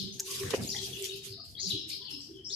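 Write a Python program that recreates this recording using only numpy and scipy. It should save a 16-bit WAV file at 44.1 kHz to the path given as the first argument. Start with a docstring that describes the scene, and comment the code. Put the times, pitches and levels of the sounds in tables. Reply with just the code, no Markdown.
"""Rabbits feed on cut greens spread on a plastic sack in a walled yard, over a wavering hum, rumble and still air.
From the start jaws and paws rustle the stems: strokes of hiss and crackle, mostly on the right as they brighten.
At 0.2 s stems snap with short rings; just after 0.5 s a rabbit hops, and its paws knock as damped tones.
Sparrows give a few notes at the start and many from 0.67 s on: gliding whistles from the left, deep in echo.
Fur and paws scuffle on the sack, loudest at the hop; faint blurred noise bands come and go in the distance."""
import sys
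import numpy as np
from scipy import signal
from scipy.fft import rfft, irfft, next_fast_len
from scipy.io import wavfile
from scipy.ndimage import uniform_filter1d, map_coordinates

SR = 44100
rng = np.random.default_rng(int(sys.argv[2]) if len(sys.argv) > 2 else 0)


def linear_from_db(decibels):
    """Turn decibels (scalar or array-like) into linear amplitude factors; 0 gives 1."""
    return 10 ** (np.asarray(decibels, float) / 20)


def pcm_store(signal):
    """Save signal as 16-bit PCM."""
    levels = np.round(np.clip(np.atleast_2d(signal), -1, 1) * 32767)
    wavfile.write(sys.argv[1], SR, levels.astype(np.int16).T)


N = 112454  # length in samples
LEAD_S = 0.1  # room ahead of time zero for sounds that have already begun


def unit(x):
    """Scales x to an rms of 1."""
    return x / np.sqrt(np.mean(x ** 2) + 1e-20)


def along(points, hz):
    """Reads a (pitch_hz, level_db) table on a log pitch axis, dropping sharply beyond its ends."""
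    f, v = np.transpose(points)
    return np.interp(np.log(hz + 1), np.log(f + 1), v, left=v[0] - 20, right=v[-1] - 40)


def curve(rows):
    """Reads a (time_s, level_db) table at every sample."""
    return np.interp(np.arange(N) / SR, *np.transpose(rows))


def wobble(rate, size=N):
    """A smooth random curve through `rate` random points a second."""
    points = rng.standard_normal(size // 20 + 9)
    return map_coordinates(points, [2 + np.arange(size) * rate / SR], mode="mirror")


def filtered(x, response):
    """Multiplies the spectrum of x by a response that depends on frequency."""
    m = next_fast_len(N + 8192)
    return irfft(rfft(x, m) * response(np.fft.rfftfreq(m, 1 / SR)), m)[..., :N]


def pair(x, alike):
    """Mixes two unrelated signals into left and right; alike 0 is unrelated, 1 is identical."""
    u = np.arccos(np.clip(alike, 0, 1)) / 2
    shared = np.cos(u) * x[0]
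    opposed = np.sin(u) * x[1]
    return np.array([shared + opposed, shared - opposed])


def rush(spectrum, alike, x=None):
    """Colours stereo noise, or a given signal x, with a spectrum and scales it to an rms of 1."""
    x = rng.standard_normal((2, N)) if x is None else x
    return unit(filtered(pair(x, alike), lambda hz: linear_from_db(along(spectrum, hz))))


def patches(x, depth_db):
    """Gives x random patches of gain in time and frequency, at an rms of 1."""
    z = signal.stft(x, nperseg=512)[2]
    field = uniform_filter1d(rng.standard_normal(z.shape), 7, 1)
    field = uniform_filter1d(field, 7, 2)
    return unit(signal.istft(z * linear_from_db(depth_db * unit(field)), nperseg=512)[1][:, :N])


def crackle(per_s):
    """Sparse clicks of varied size, unrelated in the two channels."""
    clicks = rng.random((2, N)) < per_s / SR
    return clicks * rng.uniform(-1, 1, (2, N)) * linear_from_db(rng.uniform(-12, 0, (2, N)))


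def sides(db):
    """Left and right gains for a left-minus-right level difference."""
    return linear_from_db(np.array([db / 2, -db / 2]))


def add(out, s, x):
    """Mixes x into out at time s; out starts LEAD_S early."""
    i = round((s + LEAD_S) * SR)
    out[:, i:i + x.shape[1]] += x


def trimmed(out):
    """Cuts off the lead-in and the overhang."""
    return out[:, round(LEAD_S * SR):][:, :N]


# how long the yard's echo takes to fall by 60 dB: pitch_hz, t60_s
YARD_DECAY = [(300, 0.47), (3000, 0.63), (6000, 0.5), (12000, 0.17)]


def yard(x):
    """Walls return a dense echo: fresh noise in each ear that decays at its own speed at each pitch."""
    hz, t, z = signal.stft(rng.standard_normal((2, SR // 2)), SR, nperseg=256)
    t60 = np.interp(hz, *np.transpose(YARD_DECAY))[:, None]
    tail = signal.istft(z * linear_from_db(-60 * t / t60), SR, nperseg=256)[1]
    return signal.fftconvolve(x[None], tail / np.linalg.norm(tail[0]), axes=1)


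# colour of the still air: pitch_hz, relative level_db per Hz
AIR_COLOUR = [(30, 20), (300, 9), (700, 3), (2000, -16), (4000, -40), (14000, -26)]


def air():
    """Still air is a faint steady noise with patches of gain."""
    level_db = -69.5
    return linear_from_db(level_db) * patches(rush(AIR_COLOUR, 0.7), depth_db=3.5)


# loudness of the distant rumble: time_s, level_db
RUMBLE_LEVEL = [(0.0, -52), (0.05, -44), (0.13, -57), (0.16, -49), (0.21, -61.5), (0.42, -51.5),
                (0.44, -38.5), (0.57, -52), (0.59, -34.5), (0.66, -46), (0.69, -49.5), (0.96, -49.5),
                (1.13, -63), (1.15, -53.5), (1.24, -59.5), (1.31, -54), (1.45, -57.5), (1.49, -59.5),
                (1.71, -54.5), (1.74, -51), (1.78, -51.5), (1.96, -59), (2.47, -56), (2.55, -65)]
# colour of the distant rumble: pitch_hz, relative level_db per Hz
RUMBLE_COLOUR = [(25, -30), (45, -4), (80, -0.5), (125, 3), (165, -5), (210, -6), (300, -9), (450, -15),
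                 (600, -38.5)]


def rumble():
    """Distant rumble is low noise, nearly the same in both ears, whose loudness comes in lumps."""
    return rush(RUMBLE_COLOUR, 0.9) * linear_from_db(curve(RUMBLE_LEVEL) + 1.5 * wobble(15))


# loudness of the hum: time_s, level_db
HUM_LEVEL = [(0.0, -61), (0.09, -49), (0.13, -60.5), (0.32, -45), (0.39, -53), (0.42, -39.5), (0.51, -56.5),
             (0.56, -45.5), (0.77, -56.5), (0.85, -47), (0.89, -55.5), (1.04, -43), (1.3, -57.5),
             (1.32, -48.5), (1.56, -98), (1.65, -47.5), (1.71, -65), (1.74, -45.5), (1.94, -69),
             (1.99, -56.5), (2.09, -70), (2.16, -56), (2.27, -99), (2.3, -56), (2.4, -52.5), (2.47, -77),
             (2.52, -48), (2.55, -57)]


def hum():
    """A low hum is a drifting tone inside a narrow band of noise, wavering in loudness."""
    centre_hz, drift_hz = 387.4, 4
    width_hz, skirt_hz, skirt_db = 12.6, 60, -7
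    line_db, flutter_db = 1, 2  # tone over the noise band; random waver

    def peak(f):
        core = np.exp(-((f - centre_hz) / width_hz) ** 2)
        return core + linear_from_db(skirt_db) * np.exp(-((f - centre_hz) / skirt_hz) ** 2)

    phase = 2 * np.pi * np.cumsum(centre_hz + drift_hz * wobble(18)) / SR
    line = np.sqrt(2) * np.sin(phase)  # rms 1
    blur = unit(filtered(pair(rng.standard_normal((2, N)), 0.42), peak))
    tone = unit(linear_from_db(line_db) * line + blur)
    return tone * linear_from_db(curve(HUM_LEVEL) + flutter_db * wobble(44.52))


# faint far-off tones: start_s, t60_s, pitch_hz, width_hz, level_db
FAINT_TONES = [(-.02, 0.6, 191.5, 34, -39), (1.64, 1, 880, 310, -73.5), (0.198, 0.029, 1670, 149, -54.5),
               (.21, 0.11, 883, 60, -66), (0.282, 1, 1090, 89, -55), (.58, 0.68, 213, 30.6, -40),
               (.63, 0.31, 640, 151, -73), (0.743, 0.32, 810, 131, -52), (0.748, 0.25, 2010, 201, -49.5),
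               (.87, 0.16, 747, 80, -56), (.99, 0.61, 653, 60, -65), (1.383, 0.52, 686, 50.4, -61),
               (1.389, 0.23, 1226, 80.6, -61), (1.587, 0.04, 2070, 224, -57.5), (1.661, 0.4, 192, 25, -44),
               (1.73, 0.9, 313, 30, -47.5), (1.902, 0.22, 2390, 264, -50.5), (.56, 0.6, 610, 280, -45.5),
               (1.47, 1, 88, 43, -53.5), (2.009, 0.51, 996, 60, -65), (2.081, 0.39, 840, 30, -69.5),
               (2.124, 0.49, 275.6, 25.5, -46), (2.293, 0.7, 324, 31, -50)]
# the far-off tones lean right near 200 Hz: pitch_hz, left_minus_right_db
FAR_LEAN = [(130, 2), (195, -17.5), (260, 1.5)]


def blurs():
    """Faint blurred tones are narrow bands of noise that swell quickly and fade."""
    t = np.arange(N) / SR
    rise_s = 0.029  # climbs the last 20 dB to the peak
    out = 0
    for s, t60, hz, width_hz, db in FAINT_TONES:
        def response(f):
            lean = sides(np.interp(f, *np.transpose(FAR_LEAN)))
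            return lean * np.exp(-((f - hz) / width_hz) ** 2)

        band = unit(filtered(pair(rng.standard_normal((2, N)), 0.42), response))
        after = t - s - 0.015  # time from the peak
        loss_db = np.where(after < 0, 20 * (after / rise_s) ** 2, 60 * after / t60)
        out = out + band * linear_from_db(db - loss_db)
    return out


# sparrow notes before the direct and echo gains:
# start_s, length_s, first_pitch_hz, last_pitch_hz, level_db, warble_hz (pitch scatter)
SPARROW_NOTES = [(-.06, 0.072, 5166, 4377, -41.5, 537), (-.02, 0.048, 4400, 3180, -41, 463),
                 (0.121, 0.033, 5800, 6700, -49.5, 295), (0.669, 0.021, 6810, 6670, -41, 202),
                 (0.689, 0.02, 4610, 5960, -33.5, 207), (0.712, .026, 5100, 3460, -38.5, 450),
                 (0.739, 0.01, 4280, 5150, -40, 400), (0.762, 0.014, 3063, 3900, -36.5, 102),
                 (0.781, 0.016, 3400, 4450, -41.5, 398), (0.926, .016, 3410, 3360, -42.5, 149),
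                 (0.93, 0.0453, 3100, 2637, -44.5, 153), (1.084, 0.02, 3740, 3684, -41, 90.5),
                 (1.092, 0.04, 3285, 2735, -45, 304), (1.111, 0.057, 4650, 4750, -50, 596),
                 (1.278, 0.09, 5000, 4460, -49.5, 433), (1.55, 0.012, 3300, 3300, -53, 79),
                 (1.564, 0.064, 3870, 4924, -41.5, 408), (1.596, 0.043, 6150, 6840, -41, 446),
                 (1.617, 0.038, 5000, 5336, -34.5, 453), (1.646, 0.046, 4105, 4600, -39, 557),
                 (1.698, 0.035, 4104, 2954, -33.5, 460), (1.772, 0.036, 5300, 5360, -45, 200),
                 (1.89, 0.044, 5590, 3138, -43.5, 550), (1.91, 0.044, 4000, 4980, -43.5, 510),
                 (2.01, 0.021, 5200, 3400, -46, 293), (2.057, 0.045, 3400, 2923, -46.5, 208),
                 (2.044, 0.027, 4480, 4360, -46.5, 297), (2.104, 0.023, 5250, 5260, -41.5, 150),
                 (2.1, .06, 4530, 4105, -53, 396), (2.144, 0.015, 5090, 5350, -44, 152),
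                 (2.196, 0.029, 4620, 5766, -42, 413), (2.193, 0.042, 8270, 6900, -62, 313),
                 (2.46, .05, 7570, 7700, -63, 388), (1.304, 0.062, 4270, 3780, -55, 296),
                 (1.368, 0.07, 5014, 4420, -51.5, 360), (-.03, 0.024, 6100, 6070, -48, 500),
                 (2.08, 0.05, 2907, 2684, -56, 201), (2.014, 0.02, 3510, 3090, -42.5, 205),
                 (2.331, 0.091, 3393, 2896, -56.5, 79), (2.442, 0.038, 5230, 5560, -41, 350),
                 (2.485, 0.037, 6680, 6720, -48, 197), (2.497, 0.057, 3570, 5680, -40, 330),
                 (2.515, 0.065, 5650, 4290, -36, 465)]


def sparrows():
    """Each note is a hoarse, unsteady whistle that glides, mostly heard through the yard."""
    direct_db, direct_pan_db = 0.5, 10  # pans are left minus right
    echo_db, echo_pan_db, echo_delay_s = 2.5, 5, 0.009
    left_lag_s = 0.00025  # the left channel hears the direct notes this much later
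    warbles_per_s, buzz_db, buzz_per_s, overtone_db = 170, 4.5, 250, -48
    lag = round(left_lag_s * SR)
    out = np.zeros((2, N + 2 * SR))
    for s, length, hz0, hz1, db, warble_hz in SPARROW_NOTES:
        t = np.arange(round(length * SR)) / SR
        glide = hz0 + (hz1 - hz0) * t / length
        warble = np.sin(2 * np.pi * warbles_per_s * t + 2 * wobble(warbles_per_s, len(t)))
        phase = 2 * np.pi * np.cumsum(glide + warble_hz * warble) / SR
        swell = np.sin(np.pi * t / length) ** 0.9
        shape = linear_from_db(db + buzz_db * wobble(buzz_per_s, len(t))) * swell
        note = shape * (np.sin(phase) + linear_from_db(overtone_db) * np.sin(2 * phase))
        direct = np.array([np.pad(note, (lag, 0)), np.pad(note, (0, lag))])
        add(out, s, linear_from_db(direct_db) * sides(direct_pan_db)[:, None] * direct)
        add(out, s + echo_delay_s, linear_from_db(echo_db) * sides(echo_pan_db)[:, None] * yard(note))
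    return trimmed(out)


# loudness of fur and paws on the sack: time_s, level_db
SCUFFLE_LEVEL = [(0.0, -87), (0.03, -68.5), (0.17, -79), (0.2, -80.5), (0.23, -71), (0.33, -55.5),
                 (0.5, -45), (0.53, -40.5), (0.545, -38), (0.72, -71), (0.74, -66), (0.82, -65.5),
                 (1.06, -62), (1.16, -71.5), (1.26, -66.5), (1.31, -70), (1.4, -73.5), (1.86, -74.5),
                 (1.91, -68.5), (2.0, -76), (2.07, -67), (2.16, -75.5), (2.51, -76.5), (2.55, -68)]
# colour of the plastic sack: pitch_hz, relative level_db per Hz
SACK_COLOUR = [(450, 17), (600, -8), (900, -4.5), (1500, -1), (2400, -0.5), (3200, -5)]


def scuffle():
    """Fur and paws drag on the sack as patchy noise in lumps, with small ticks."""
    lumps_db, ticks_db = 2, -7  # random waver; ticks against the drag
    drag = patches(rush(SACK_COLOUR, 0.073), depth_db=5.5)
    ticks = linear_from_db(ticks_db) * rush(SACK_COLOUR, 0.15, crackle(200))
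    return linear_from_db(curve(SCUFFLE_LEVEL) + lumps_db * wobble(36.4)) * (drag + ticks)


# paws on the hollow ground and sack: start_s, level_db (6 dB is added when played), pitch_hz, t60_s
PAW_KNOCKS = [(0.433, -45, 1130, 0.049), (0.442, -25.5, 97.5, 0.094), (.537, -12, 448, 0.016),
              (0.5443, -5, 435, 0.012), (.433, -36, 1840, 0.011), (0.5382, -29, 2400, 0.005),
              (.538, -34, 544, 0.089), (.538, -16.5, 990, 0.0068), (0.506, -28, 1090, 0.0072),
              (.551, -32, 2520, 0.0064), (.568, -65, 2160, 0.0063), (0.602, -30, 189, 0.062),
              (0.647, -23.5, 278, 0.024), (0.748, -33, 1990, 0.011), (1.299, -36.5, 104.6, 0.15),
              (1.734, -19, 111, 0.039)]


def knocks():
    """Each knock of a paw sounds as one damped tone, the same in both ears."""
    out, t = np.zeros((2, N + 2 * SR)), np.arange(SR // 4) / SR
    for s, db, hz, t60 in PAW_KNOCKS:
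        onset = 1 - np.exp(-t * hz * 0.6)
        knock = linear_from_db(db + 6 - 60 * t / t60) * np.sin(2 * np.pi * hz * t) * onset
        add(out, s, np.ones((2, 1)) * knock)
    return trimmed(out)


# snapping stems: start_s, level_db (before onset and crack), pitch_hz, left_minus_right_db
STEM_SNAPS = [(.1938, -30, 5500, 0), (.1965, -31, 3200, 0), (.1977, -12, 6000, 2), (.2007, -14, 6400, 2),
              (.2013, -19, 6400, 2), (.2042, -12, 6800, -2), (.2077, -28, 7000, 0), (.2593, -30, 6000, 1),
              (.3157, -25, 6500, 1), (.325, -29, 12500, -3), (.5068, -23, 5300, 1), (.6355, -27, 6500, 1),
              (.823, -35, 7500, 3), (1.0245, -19, 7800, 2), (1.043, -22, 6000, 6), (1.057, -29, 6600, 4),
              (1.161, -36, 11000, -5), (1.173, -37, 12000, -5), (1.891, -37, 10500, -5),
              (2.109, -36, 10500, -5)]


def snaps():
    """A snapping stem gives a very brief ring with a noisy crack, and a little yard echo."""
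    t60_s, crack_gain, echo_db = 0.0028, 0.6, -10.5
    out, t = np.zeros((2, N + 2 * SR)), np.arange(SR // 4) / SR
    for s, db, hz, pan_db in STEM_SNAPS:
        crack = np.diff(rng.standard_normal((2, len(t) + 2)), 2) / 2  # bright noise
        ring = np.sin(2 * np.pi * hz * t)
        shape = linear_from_db(db - 60 * t / t60_s) * (1 - np.exp(-t / 0.0001))
        snap = shape * (ring + crack_gain * crack)
        add(out, s, sides(pan_db)[:, None] * snap)
        add(out, s, linear_from_db(echo_db) * yard(snap[0, :900]))
    return trimmed(out)


# strokes through the stems: peak_s, rise_s (last 20 dB), fall_t60_s, level_db, left_minus_right_db
STEM_STROKES = [(.0, .03, 0.39, -47, 1), (.14, 0.015, 1, -56, -12), (0.288, 0.063, 0.27, -40.5, -2),
                (0.318, 0.025, 0.63, -37, -7), (0.361, 0.083, 0.42, -36, -0.5),
                (.44, 0.02, 0.6, -41.5, -0.5), (0.509, 0.0094, 0.074, -35, 0.5),
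                (0.558, 0.033, 0.25, -40.5, -0.5), (0.639, 0.044, 1, -41, -3.5), (.76, 0.033, 1, -47, 2),
                (0.833, 0.036, 0.94, -40, -2.5), (1.012, 0.059, 0.65, -45.5, -8.5),
                (1.052, 0.031, 0.29, -37.5, 1), (1.163, 0.0095, 0.49, -49.5, -3),
                (1.256, 0.03, 0.25, -40, -6), (1.461, 0.026, 0.14, -58, -16.5),
                (1.508, 0.059, 0.42, -61, -18), (1.628, 0.044, 0.8, -55.5, 11),
                (1.704, 0.039, 0.26, -40.5, -5), (1.898, 0.023, 0.35, -42, -7.5),
                (2.112, 0.026, 0.47, -51, -7.5), (2.25, 0.062, 1, -62, -6), (2.52, 0.025, 1, -60, 11)]
# colour of the rustling stems: pitch_hz, relative level_db per Hz
STEM_COLOUR = [(1200, -33), (2000, -15), (2800, -4.5), (4000, -2), (6500, -2.5), (8500, -7.5),
               (11000, -8.5), (14000, -13)]
# the rustle leans further right as it gets brighter: pitch_hz, left_minus_right_db
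STEM_LEAN = [(3000, 6.5), (7000, 6), (12000, -6.5)]


def stems():
    """Rubbed stems hiss and crackle under each stroke: a smooth rise, an exponential fall."""
    crackle_db = -10  # against the hiss
    t = np.arange(N) / SR
    power = 0
    for s, rise, fall, db, pan_db in STEM_STROKES:
        loss_db = np.where(t < s, 20 * ((t - s) / rise) ** 2, 60 * (t - s) / fall)
        power = power + (linear_from_db(db - loss_db) * sides(pan_db)[:, None]) ** 2
    rustle = rush(STEM_COLOUR, 0.033) + linear_from_db(crackle_db) * rush(STEM_COLOUR, 0.47, crackle(900))
    rustle = filtered(rustle, lambda hz: sides(np.interp(hz, *np.transpose(STEM_LEAN))))
    return np.sqrt(power) * linear_from_db(1.28 * wobble(45.33)) * patches(rustle, depth_db=3.5)


def scene():
    """All sources together at the two microphones."""
    background = air() + rumble() + hum() + blurs()
    return background + sparrows() + scuffle() + knocks() + snaps() + stems()


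def top_cut(x):
    """Nothing passes above the cut-off."""
    return signal.sosfilt(signal.butter(12, 15620, fs=SR, output="sos"), x)


def record(dry):
    """The phone rolls off the bottom gently and the top steeply."""
    bottom_hz, top_hz = 53, 14350  # each is 6 dB down here

    def band(hz):
        treble_cut = 1 / (1 + (hz / top_hz) ** 60)
        bass_cut = hz ** 2 / (hz ** 2 + bottom_hz ** 2)
        return treble_cut * bass_cut

    mix = filtered(dry, band)
    return top_cut(mix)


dry = scene()
out = record(dry)
pcm_store(out)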